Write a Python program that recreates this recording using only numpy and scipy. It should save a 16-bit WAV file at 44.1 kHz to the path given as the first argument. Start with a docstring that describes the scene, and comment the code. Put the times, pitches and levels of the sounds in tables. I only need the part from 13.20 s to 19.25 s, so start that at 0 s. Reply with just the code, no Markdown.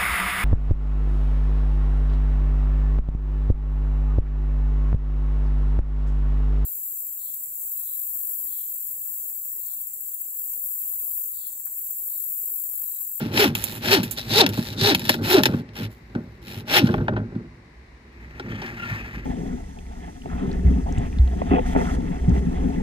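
"""Handsaw through plywood on an open deck

A handsaw rasps through a plywood sheet: teeth hum on each push, fibres tear and splinters snap.
The offcut drops and bounces in soft thuds, flexes in a deep rumble and later scrapes over the deck.
A far site wash with a low hum lies under it, and short scattered echoes follow the near sounds.
Two microphone ports: the left one is further from the saw and shaded in the treble."""
import sys
import numpy as np
from scipy import signal
from scipy.fft import rfft, irfft
from scipy.io import wavfile

SR = 44100
rng = np.random.default_rng(int(sys.argv[2]) if len(sys.argv) > 2 else 0)


def dump(signal):
    """Clip the signal to [-1, 1] and save it as 16-bit WAV at the path in sys.argv[1]."""
    limited = np.clip(np.atleast_2d(signal).T, -1, 1)
    pcm = np.round(limited * 32767).astype(np.int16)
    wavfile.write(sys.argv[1], SR, pcm)


N = 266805


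def amp(db):
    """Decibels to gain."""
    return 10 ** (np.asarray(db) / 20)


def rms_one(x):
    """Scaled to rms 1."""
    return x / np.sqrt(np.mean(x ** 2) + 1e-20)


def in_time(rows, outside=None):
    """Columns of a curve over time, interpolated at every sample."""
    s, *columns = np.transpose(rows)
    t = np.arange(N) / SR
    return [np.interp(t, s, column, outside, outside) for column in columns]


def butterworth(x, kind, hz, order=2):
    """Smooth low, high or band pass with its edges at hz."""
    return signal.sosfilt(signal.butter(order, hz, kind, fs=SR, output="sos"), x)


def resonance(x, hz, width_hz):
    """Two-pole peak with gain 1 on top."""
    r = np.exp(-np.pi * width_hz / SR)
    zeros = [(1 - r * r) / 2, 0, (r * r - 1) / 2]
    poles = [1, -2 * r * np.cos(2 * np.pi * hz / SR), r * r]
    return signal.lfilter(zeros, poles, x + 1e-18)


def colour(x, points):
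    """Causal (minimum-phase) filter with the given (Hz, dB) response."""
    hz, db = np.transpose(points)
    bins_hz = np.arange(2049) * SR / 4096
    log_gain = np.interp(np.log(bins_hz + 1), np.log(hz), db) * np.log(10) / 20
    cepstrum = irfft(log_gain)
    # folding the cepstrum forward in time makes the filter causal
    cepstrum[1:2048] *= 2
    cepstrum[2049:] = 0
    return signal.oaconvolve(x, irfft(np.exp(rfft(cepstrum))))[:N]


def drift(rate_hz):
    """Slow random wander of rms 1: noise through a double low pass."""
    r = np.exp(-2 * np.pi * rate_hz / SR)
    wander = signal.lfilter([1], [1, -2 * r, r * r], rng.standard_normal(N + SR))
    return rms_one(wander[SR:])


def grains(per_s, spread_db):
    """Random clicks of uneven size and sign; rms 1."""
    sizes = amp(spread_db * np.minimum(rng.exponential(1, N), 4)) * rng.standard_normal(N)
    return rms_one(sizes * (rng.random(N) < per_s / SR))


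# The far site beyond the deck. Each row: frequency in Hz, gain in dB.
SITE_COLOUR = [(18, -40), (30, -19.5), (41, -13), (64, 3), (86, -20.5), (437, -20.5), (526, -29),
               (1010, -25), (1390, -31.5), (2010, -23.5), (3310, -43.5), (3870, -37.5), (6050, -43),
               (12000, -53.5), (16000, -64.5)]
SITE_DB, HUM_HZ, HUM_DB = -48.5, 54.4, -58.5


def site():
    """Far wash, alike at both ports only in the bass, and a wavering low hum."""
    both, left, right = (colour(rng.standard_normal(N), SITE_COLOUR) for _ in range(3))
    bass = butterworth(both, "low", 450)
    rest = butterworth(np.array([left, right]), "high", 450)
    wash = rms_one(bass + rest)
    hum_phase = 2 * np.pi * np.cumsum(HUM_HZ + 2.0 * drift(15)) / SR
    hum = np.sin(hum_phase) * amp(HUM_DB + 1.5 * drift(2))
    return amp(SITE_DB + 0.5 * drift(1.4)) * wash + hum


DECK_T60_S, DECK_DB, DECK_LOW_HZ = .05, -8, 1200


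def deck(x):
    """Short scattered echoes off deck, timber and workers, other ones at each port."""
    t = np.arange(SR // 5) / SR
    echoes = rng.standard_normal((2, len(t))) * amp(-60 * t / DECK_T60_S) * (t > .001)
    bright = butterworth(x, "high", DECK_LOW_HZ, order=1)
    return np.array([signal.oaconvolve(bright, e / np.linalg.norm(e))[:N] for e in echoes])


# The loose offcut flexing close by. Each row: time in seconds, level in dB.
SWAY = [(3.55, -69), (3.75, -30.5), (4.4, -61), (5.2, -47.5), (6.05, -40)]


def sway():
    """The loose offcut flexes slowly, a deep rumble of narrow-band noise."""
    deep = butterworth(rng.standard_normal(N), "band", [44, 66])
    return amp(in_time(SWAY, -99)[0]) * rms_one(deep)


# The offcut sliding over the deck. Each row: time in seconds, level in dB.
SLIDE = [(4.8, -68.5), (5.15, -49.5), (5.4, -41), (5.44, -36), (5.55, -42), (5.71, -33.5), (5.8, -38),
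         (5.92, -44.5), (5.98, -43.5), (6.05, -47.5)]
# Tone of the scrape. Each row: frequency in Hz, gain in dB.
SLIDE_COLOUR = [(350, -19.5), (600, -5.5), (900, -4), (1200, -3.5), (1500, -1.5), (2000, 6.5), (2800, -8),
                (3500, -17), (4500, -17.5), (7500, -24.5), (10000, -51.5)]
# Its edge sticks and sings briefly. Each row: start in seconds, end in seconds, pitch in Hz, level in dB.
SQUEAKS = [(5.286, 5.412, 3100, -53), (5.57, 5.736, 1404, -39.5), (5.574, 5.686, 2700, -43.5),
           (5.753, 5.857, 2470, -43)]
# Air and dust in the treble, for scrape, snaps and sawing. Each row: frequency in Hz, gain in dB.
TOP_COLOUR = [(4500, -36.5), (6500, -10), (7500, -4), (8800, -21), (9500, -10), (10500, -4.5),
              (12200, -0.5), (15500, -7)]
SLIDE_TOP_DB = -18   # treble of the scrape against the rest


def slide():
    """The offcut's edge scrapes over the deck and now and then sticks at one pitch."""
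    rub = grains(9000, spread_db=-2.0) * amp(2.4 * drift(30))
    body = rms_one(colour(rub, SLIDE_COLOUR))
    treble = amp(SLIDE_TOP_DB) * rms_one(colour(rub, TOP_COLOUR))
    out = amp(in_time(SLIDE, -89.5)[0]) * (body + treble)
    t = np.arange(N) / SR
    for start, end, hz, level_db in SQUEAKS:
        swell = np.sin(np.pi * np.clip((t - start) / (end - start), 0, 1))
        pitched = resonance(resonance(rub, hz, 0.076 * hz), hz, 0.065 * hz)
        out += amp(level_db) * swell * rms_one(pitched)
    return out


# Modes of the plywood sheet. Each row: frequency in Hz, width in Hz, gain in dB.
SHEET = [(105.8, 12, 8.5), (154.8, 21, 3.5), (194.5, 21, 2), (234.5, 15.7, 6), (276.6, 25, -0.5),
         (344.7, 22, 1), (413.5, 49, -3.5), (556.5, 43, -7), (618.2, 17, -4), (860, 150, -8.5),
         (1050, 110, -8.5), (1480, 140, 1.5)]


def sheet(force):
    """The plywood's modes in parallel, signs alternating."""
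    modes = enumerate(SHEET)
    return sum((-1) ** k * amp(db) * resonance(force, hz, width_hz) for k, (hz, width_hz, db) in modes)


# Steady shaking of the sheet. Each row: time in seconds, level in dB.
SHAKE = [(0, -35), (0.45, -38.5), (1.05, -42.5), (1.45, -36), (1.86, -34), (2.1, -37.5), (2.38, -28),
         (2.45, -43), (2.93, -57.5), (3.35, -39), (3.52, -38), (4.08, -44), (4.3, -47.5), (4.6, -58.5),
         (5.15, -45.5), (5.5, -40.5), (6.05, -40)]
# Shoves and bounces that swell the shaking. Each row: time in seconds, level in dB.
SHOVES = [(0.0, -18.5), (2.0, -25.5), (2.3, -26), (2.62, -27.5), (2.98, -31.5), (3.05, -48), (3.7, -20),
          (3.8, -22), (3.93, -24), (4.0, -30), (4.12, -36), (4.2, -36.5), (5.26, -35), (5.33, -32),
          (5.42, -36.5), (5.55, -54), (5.8, -44)]
ENTRY_SHOVE_S, BRAKE_SHOVE_S = -.063, .088   # from the fastest moment of a push
SHOVE_RISE_DB_PER_S, SHOVE_FALL_DB_PER_S = 264.5, 262.5


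def shake():
    """Dense uneven, dull jolts sound the sheet's low modes; each push shoves it on entry and braking."""
    t = np.arange(N) / SR
    shoves = list(SHOVES)
    for s, *_, entry_db, brake_db in SPEEDS:
        shoves += [(s + ENTRY_SHOVE_S, entry_db), (s + BRAKE_SHOVE_S, brake_db)]
    level = amp(in_time(SHAKE)[0])
    for s, db in shoves:
        level += amp(db + np.minimum(SHOVE_RISE_DB_PER_S * (t - s), SHOVE_FALL_DB_PER_S * (s - t)))
    jolts = butterworth(grains(2000, spread_db=2.5), "low", 380)   # soft contacts are dull
    return sheet(level * jolts) / np.std(sheet(jolts))


# Soft blows on the sheet. Each row: start in seconds, force in dB, pitch in Hz.
THUDS = [(1.378, -4, 229), (1.896, -7, 360), (2.174, -8.5, 237), (2.334, -5.5, 232.9), (2.601, -17.5, 222),
         (2.949, -8, 236), (3.365, -21, 108.4), (3.629, 3.5, 221), (3.885, -13.5, 241.6),
         (3.973, -15.5, 223), (4.151, -10, 227), (5.293, -17.5, 207), (5.711, -17.5, 132),
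         (5.961, -18.5, 225)]


def thuds():
    """The sheet bows for a cycle and a half at the blow's own pitch, then rings on in its modes."""
    force = np.zeros(N)
    for s, db, hz in THUDS:
        t = np.arange(round(1.5 * SR / hz)) / SR
        at = round(s * SR)
        swell = np.sin(np.pi * hz * t / 1.5) ** .6
        force[at:at + len(t)] += amp(db) * swell * np.sin(2 * np.pi * hz * t)
    return 0.14 * force + amp(-4.5) * sheet(force)


# Splinters snap and wood knocks. Each row: start in seconds, level in dB, top octave in dB against
# that level, low mids in dB against that level, time to die by 60 dB in seconds.
SNAPS = [(0.352, -22, 4.5, -41, 0.029), (0.4402, -30.5, 19, -33, 0.039), (0.832, -30, 5.5, -35, 0.11),
         (0.911, -40.5, 22, -28, 0.095), (0.9728, -38.5, -7, -34, 0.14), (1.264, -14.5, -5, -48, 0.021),
         (1.291, -31, 3, -42, 0.058), (1.374, -40, 6, -3, 0.11), (1.7481, -14.5, -1.5, -48, 0.032),
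         (1.7948, -31.5, 4, -34, 0.033), (1.8177, -33, -9, -36, 0.028), (1.8528, -29.5, 1, -38, 0.036),
         (1.8936, -10, -1.5, -18, 0.035), (1.941, -28.5, 1, -6, 0.047), (2.2352, -11.5, 2, -26, 0.0097),
         (2.2557, -13.5, -4, -14.5, 0.048), (2.337, -48, -9, 8.5, 0.065), (2.951, -45.5, -24, 7, 0.034),
         (3.6719, -31.5, -17, -8, 0.03), (3.69, -46.5, -25, 11.5, 0.027), (3.781, -52.5, -35, 13.5, 0.029),
         (3.81, -55, -30, 9, 0.035), (3.741, -42.5, -35, 16.5, 0.02), (3.8819, -47, -35, 21.5, 0.037),
         (3.9348, -58.5, -37, 13, 0.04), (3.9644, -55, -38, 20, 0.082), (4.153, -57.5, -27, 3.5, 0.059),
         (5.197, -38, -30, -0.5, 0.043), (5.418, -38.5, -25, -4, 0.068), (5.4624, -39, -10, -16, 0.03)]
# Low-mid tone of the knocks. Each row: frequency in Hz, gain in dB.
KNOCK_COLOUR = [(250, -12), (450, -2), (900, 0), (1500, -4), (2200, -4), (3500, -12), (6000, -30),
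                (12000, -55)]
# Tone of torn fibres, for snaps, tooth ticks and rasp. Each row: frequency in Hz, gain in dB.
RASP_COLOUR = [(450, -20), (700, -21.5), (900, 0), (1200, -19.5), (1700, 0), (2100, 0), (3100, 0.5),
               (4400, -5.5), (4800, -14.5), (5500, -3.5), (6500, -20.5), (9000, -29.5)]
BLADE_HZ, BLADE_WIDTH_HZ = 3850, 700   # the saw blade's ring


def snaps():
    """Each snap is a click and a dying noise tail, in three ranges; the low one also rings the sheet."""
    force, t = np.zeros((3, N)), np.arange(SR // 5) / SR
    for s, db, top_db, low_db, t60 in SNAPS:
        at = round(s * SR)
        fade = amp(-60 * t / max(t60, .005)) * np.minimum(t / 0.0005, 1)
        burst = 0.92 * rng.standard_normal((3, len(t))) * fade
        burst[:, 0] += 8.0   # the click
        force[:, at:at + len(t)] += amp(db + np.array([[0], [top_db], [low_db]])) * burst
    white = rng.standard_normal(N)

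    def evened(x, points):
        # coloured, with the filter's gain on white noise taken out
        return colour(x, points) / np.std(colour(white, points))

    crack = evened(force[0], RASP_COLOUR) + 1.5 * resonance(force[0], BLADE_HZ, 1700)
    woody = butterworth(sheet(force[2]), "band", [300, 1000])   # upper modes ring after a knock
    return crack + amp(34.5) * woody + evened(force[1], TOP_COLOUR) + evened(force[2], KNOCK_COLOUR)


# Speed of each push. Each row: fastest moment in seconds, teeth per second then, speed-up in teeth
# per second per second, hum level in dB, shake on entry in dB, shake on braking in dB.
SPEEDS = [(0.209, 435, 3000, -16, -25, -26.5), (0.732, 412, 1290, -16.5, -27.5, -29),
          (1.19, 475, 2300, -14, -24, -23.5), (1.68, 430, 1200, -15.5, -23.5, -31.5),
          (2.143, 375, 400, -12, -30, -33), (3.575, 396, 2320, -22, -35.5, -28)]
SPEED_UP_S, BRAKE_S, BRAKED_SHARE = .085, .1, .25   # the share of top speed left after braking


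def tooth_rate():
    """The blade speeds up evenly, then brakes along a half cosine."""
    t, per_s = np.arange(N) / SR, np.zeros(N)
    for s, top, speed_up, *_ in SPEEDS:
        rising = top + speed_up * np.maximum(t - s, -SPEED_UP_S)
        braking = (1 + np.cos(np.pi * np.clip((t - s) / BRAKE_S, 0, 1))) / 2
        falling = top * (BRAKED_SHARE + (1 - BRAKED_SHARE) * braking)
        rate = np.where(t < s, rising, falling)
        per_s = np.where((t > s - 2 * SPEED_UP_S) | (per_s == 0), rate, per_s)
    return per_s


# Overtones of the tooth hum. Each row: multiple of the tooth rate, level in dB.
TOOTH_ORDERS = [(1, -1), (2, -5), (3, -15), (4, -17)]
# Swell of the hum in a push. Each row: seconds from the fastest moment, dB against the push's hum level.
HUM_SWELL = [(-.085, -21.5), (-.04, -9), (0, -3.5), (.045, 1), (.07, -10.5), (.1, -34.5)]
HUM_IN_SHEET_DB = 0.5   # the hum swells where it crosses a mode
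TOOTH_TICK_DB = -17     # the ticks against the hum's level


def teeth():
    """Uneven teeth hum at the tooth rate, each one ticks, and ragged bites jolt the sheet's modes."""
    per_s = tooth_rate() * (1 + .03 * drift(50))   # uneven tooth spacing
    phase = 2 * np.pi * np.cumsum(per_s) / SR
    level = np.zeros(N)
    for s, _, _, hum_db, *_ in SPEEDS:
        level += amp(in_time(np.add(HUM_SWELL, (s, hum_db)), -200)[0])

    sharp = (per_s / per_s.max()) ** 2   # overtones fade as the blade slows
    hum = np.zeros(N)
    for order, db in TOOTH_ORDERS:
        hum += amp(db + 3.5 * drift(35)) * sharp ** (order - 1) * np.sin(order * phase)
    hum *= level
    hum = 0.9 * hum + amp(HUM_IN_SHEET_DB) * sheet(hum)

    ticks = np.diff(phase // (2 * np.pi), prepend=0) * amp(2.0 * rng.standard_normal(N))
    blade = rms_one(resonance(ticks, BLADE_HZ, BLADE_WIDTH_HZ))
    ticking = rms_one(rms_one(colour(ticks, RASP_COLOUR)) + 0.38 * blade)

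    bites = butterworth((1 + np.cos(phase)) * grains(3000, spread_db=2.0), "band", [300, 1000])
    jolted = sheet(level * bites) / np.std(sheet(bites))
    return phase, hum + amp(TOOTH_TICK_DB) * level * ticking + amp(-10.0) * jolted


# Cutting strokes. Each row: bite in seconds, full force in seconds, let-off in seconds, end in seconds,
# entry level in dB, rasp level in dB, top octave in dB against it, blade ring in dB against it.
PUSHES = [(0.109, 0.196, 0.24, 0.35, -34.5, -21, -8, -10), (0.6, 0.721, 0.75, 0.86, -35, -20, -8, -6),
          (1.063, 1.178, 1.23, 1.217, -38.5, -22, -6.5, 4.5),
          (1.562, 1.658, 1.71, 1.768, -38.5, -25.5, -7, 4.5),
          (2.01, 2.123, 2.139, 2.276, -36.5, -22, -4.5, -7),
          (3.455, 3.544, 3.59, 3.635, -36, -18, -11.5, -14.5)]
# Light strokes, teeth dragging. Each row: start in seconds, loudest in seconds, end in seconds, rasp
# level in dB, fade until the lift in dB, top octave in dB and blade ring in dB, both against the rasp.
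DRAGS = [(-0.05, 0.0, 0.13, -38.5, 12.5, -9, -13), (0.346, 0.36, 0.61, -40, 3.5, 2, -2.5),
         (0.79, 0.85, 1.12, -51.5, 0.5, -4, -2), (0.955, 0.985, 1.043, -39.5, 5.5, -3, 6),
         (1.27, 1.285, 1.17, -52, 3, 4, -6), (1.318, 1.34, 1.567, -42, 5.5, -2.5, 3.5),
         (1.723, 1.74, 1.82, -54, 16, 3, -9.5), (1.771, 1.92, 2.036, -34.5, 30.5, -3, 2),
         (2.213, 2.29, 2.425, -48, 4, -7.5, -10.5), (2.39, 2.48, 2.52, -72.5, -13.5, -25, -11),
         (2.533, 2.565, 2.682, -41.5, 0.5, -9.5, -15), (2.69, 2.72, 2.9, -62, 34.5, 2.5, -6.5),
         (2.804, 2.903, 3.2, -71.5, -1, -6, -5), (3.216, 3.315, 3.434, -43, 6.5, -5.5, -9),
         (3.604, 3.66, 4.1, -41, 50, -10.5, -13.5)]
BITE_S, HOLD_SAG_DB, SILENT_DB = 0.031, 2, -62
LIFT_S, QUIET_UNDER_DB = .03, 17


def strokes():
    """Gains of rasp, top octave and blade ring, summed over all strokes."""
    gains = np.zeros((3, N))

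    def add(shape, top_db, ring_db):
        gains[:] += amp(in_time(shape, -200)[0] + np.array([[0], [top_db], [ring_db]]))

    for s, full, off, end, entry_db, db, top_db, ring_db in PUSHES:
        add([(s, SILENT_DB), (s + BITE_S, entry_db), (full, db), (off, db - HOLD_SAG_DB),
             (end, SILENT_DB)], top_db, ring_db)
    for s, loud, end, db, fade_db, top_db, ring_db in DRAGS:
        lift_db = db - fade_db
        add([(s, db - QUIET_UNDER_DB), (loud, db), (end - LIFT_S, lift_db),
             (end, lift_db - QUIET_UNDER_DB)], top_db, ring_db)
    return gains


TEAR_IN_SHEET_DB = -4   # tearing carried into the sheet's upper modes, against the rasp


def rasp(phase):
    """Tearing fibres: dense grains bunch at each tooth and catch unevenly; the blade rings fitfully."""
    level, brightness, ringing = strokes()
    catching = amp(1.5 * drift(25) + 1.0 * drift(60) + 0.33 * drift(190))
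    bite = (1 + .5 * np.cos(phase)) * catching
    ringing = ringing * amp(2.5 * drift(9))
    in_sheet = butterworth(sheet(grains(3700, spread_db=2.0) * bite), "band", [450, 1100])
    woody = amp(TEAR_IN_SHEET_DB) * level * rms_one(in_sheet)

    def along_the_cut():
        tear = grains(20000, spread_db=5.46) * bite
        blade = rms_one(resonance(tear, BLADE_HZ, BLADE_WIDTH_HZ))
        dust = grains(25000, spread_db=-0.5) * bite
        tearing = level * rms_one(colour(tear, RASP_COLOUR)) + ringing * blade
        return tearing, brightness * rms_one(colour(dust, TOP_COLOUR))

    # both ports share part of the tearing and dust, and each hears more from its own spot of the cut
    (shared_tear, shared_dust), *own = (along_the_cut() for _ in range(3))
    shared = woody + 0.87 * shared_tear + 1.7 * shared_dust
    return shared, np.array([0.67 * tear + 1.23 * dust for tear, dust in own])


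LEFT_LAG_SAMPLES = 9


def scene():
    """The near sound shared by the ports reaches the right one first; echoes and site lie around it."""
    phase, hum = teeth()
    shared, own = rasp(phase)
    near = hum + shared + snaps() + thuds() + shake() + sway() + slide()
    direct = np.array([np.roll(near, LEFT_LAG_SAMPLES), near])
    return direct + own + amp(DECK_DB) * deck(near) + site()


# Shading of the left microphone port. Each row: frequency in Hz, gain in dB against the right port.
LEFT_PORT = [(60, -1), (500, 0), (1200, 2), (2800, 4), (4200, 3), (5800, 0), (6800, -10), (7600, -30),
             (9500, -26), (12000, -19), (16000, -16)]
CUTOFF_HZ = 15900


def record(dry):
    """The left port's shading, peaks clipped at full scale, then a steep cut of the top."""
    ports = np.array([colour(dry[0], LEFT_PORT), dry[1]])
    steep = signal.cheby2(14, 50, CUTOFF_HZ, fs=SR, output="sos")
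    return signal.sosfilt(steep, np.clip(ports, -1, 1))


dry = scene()
out = record(dry)
dump(out)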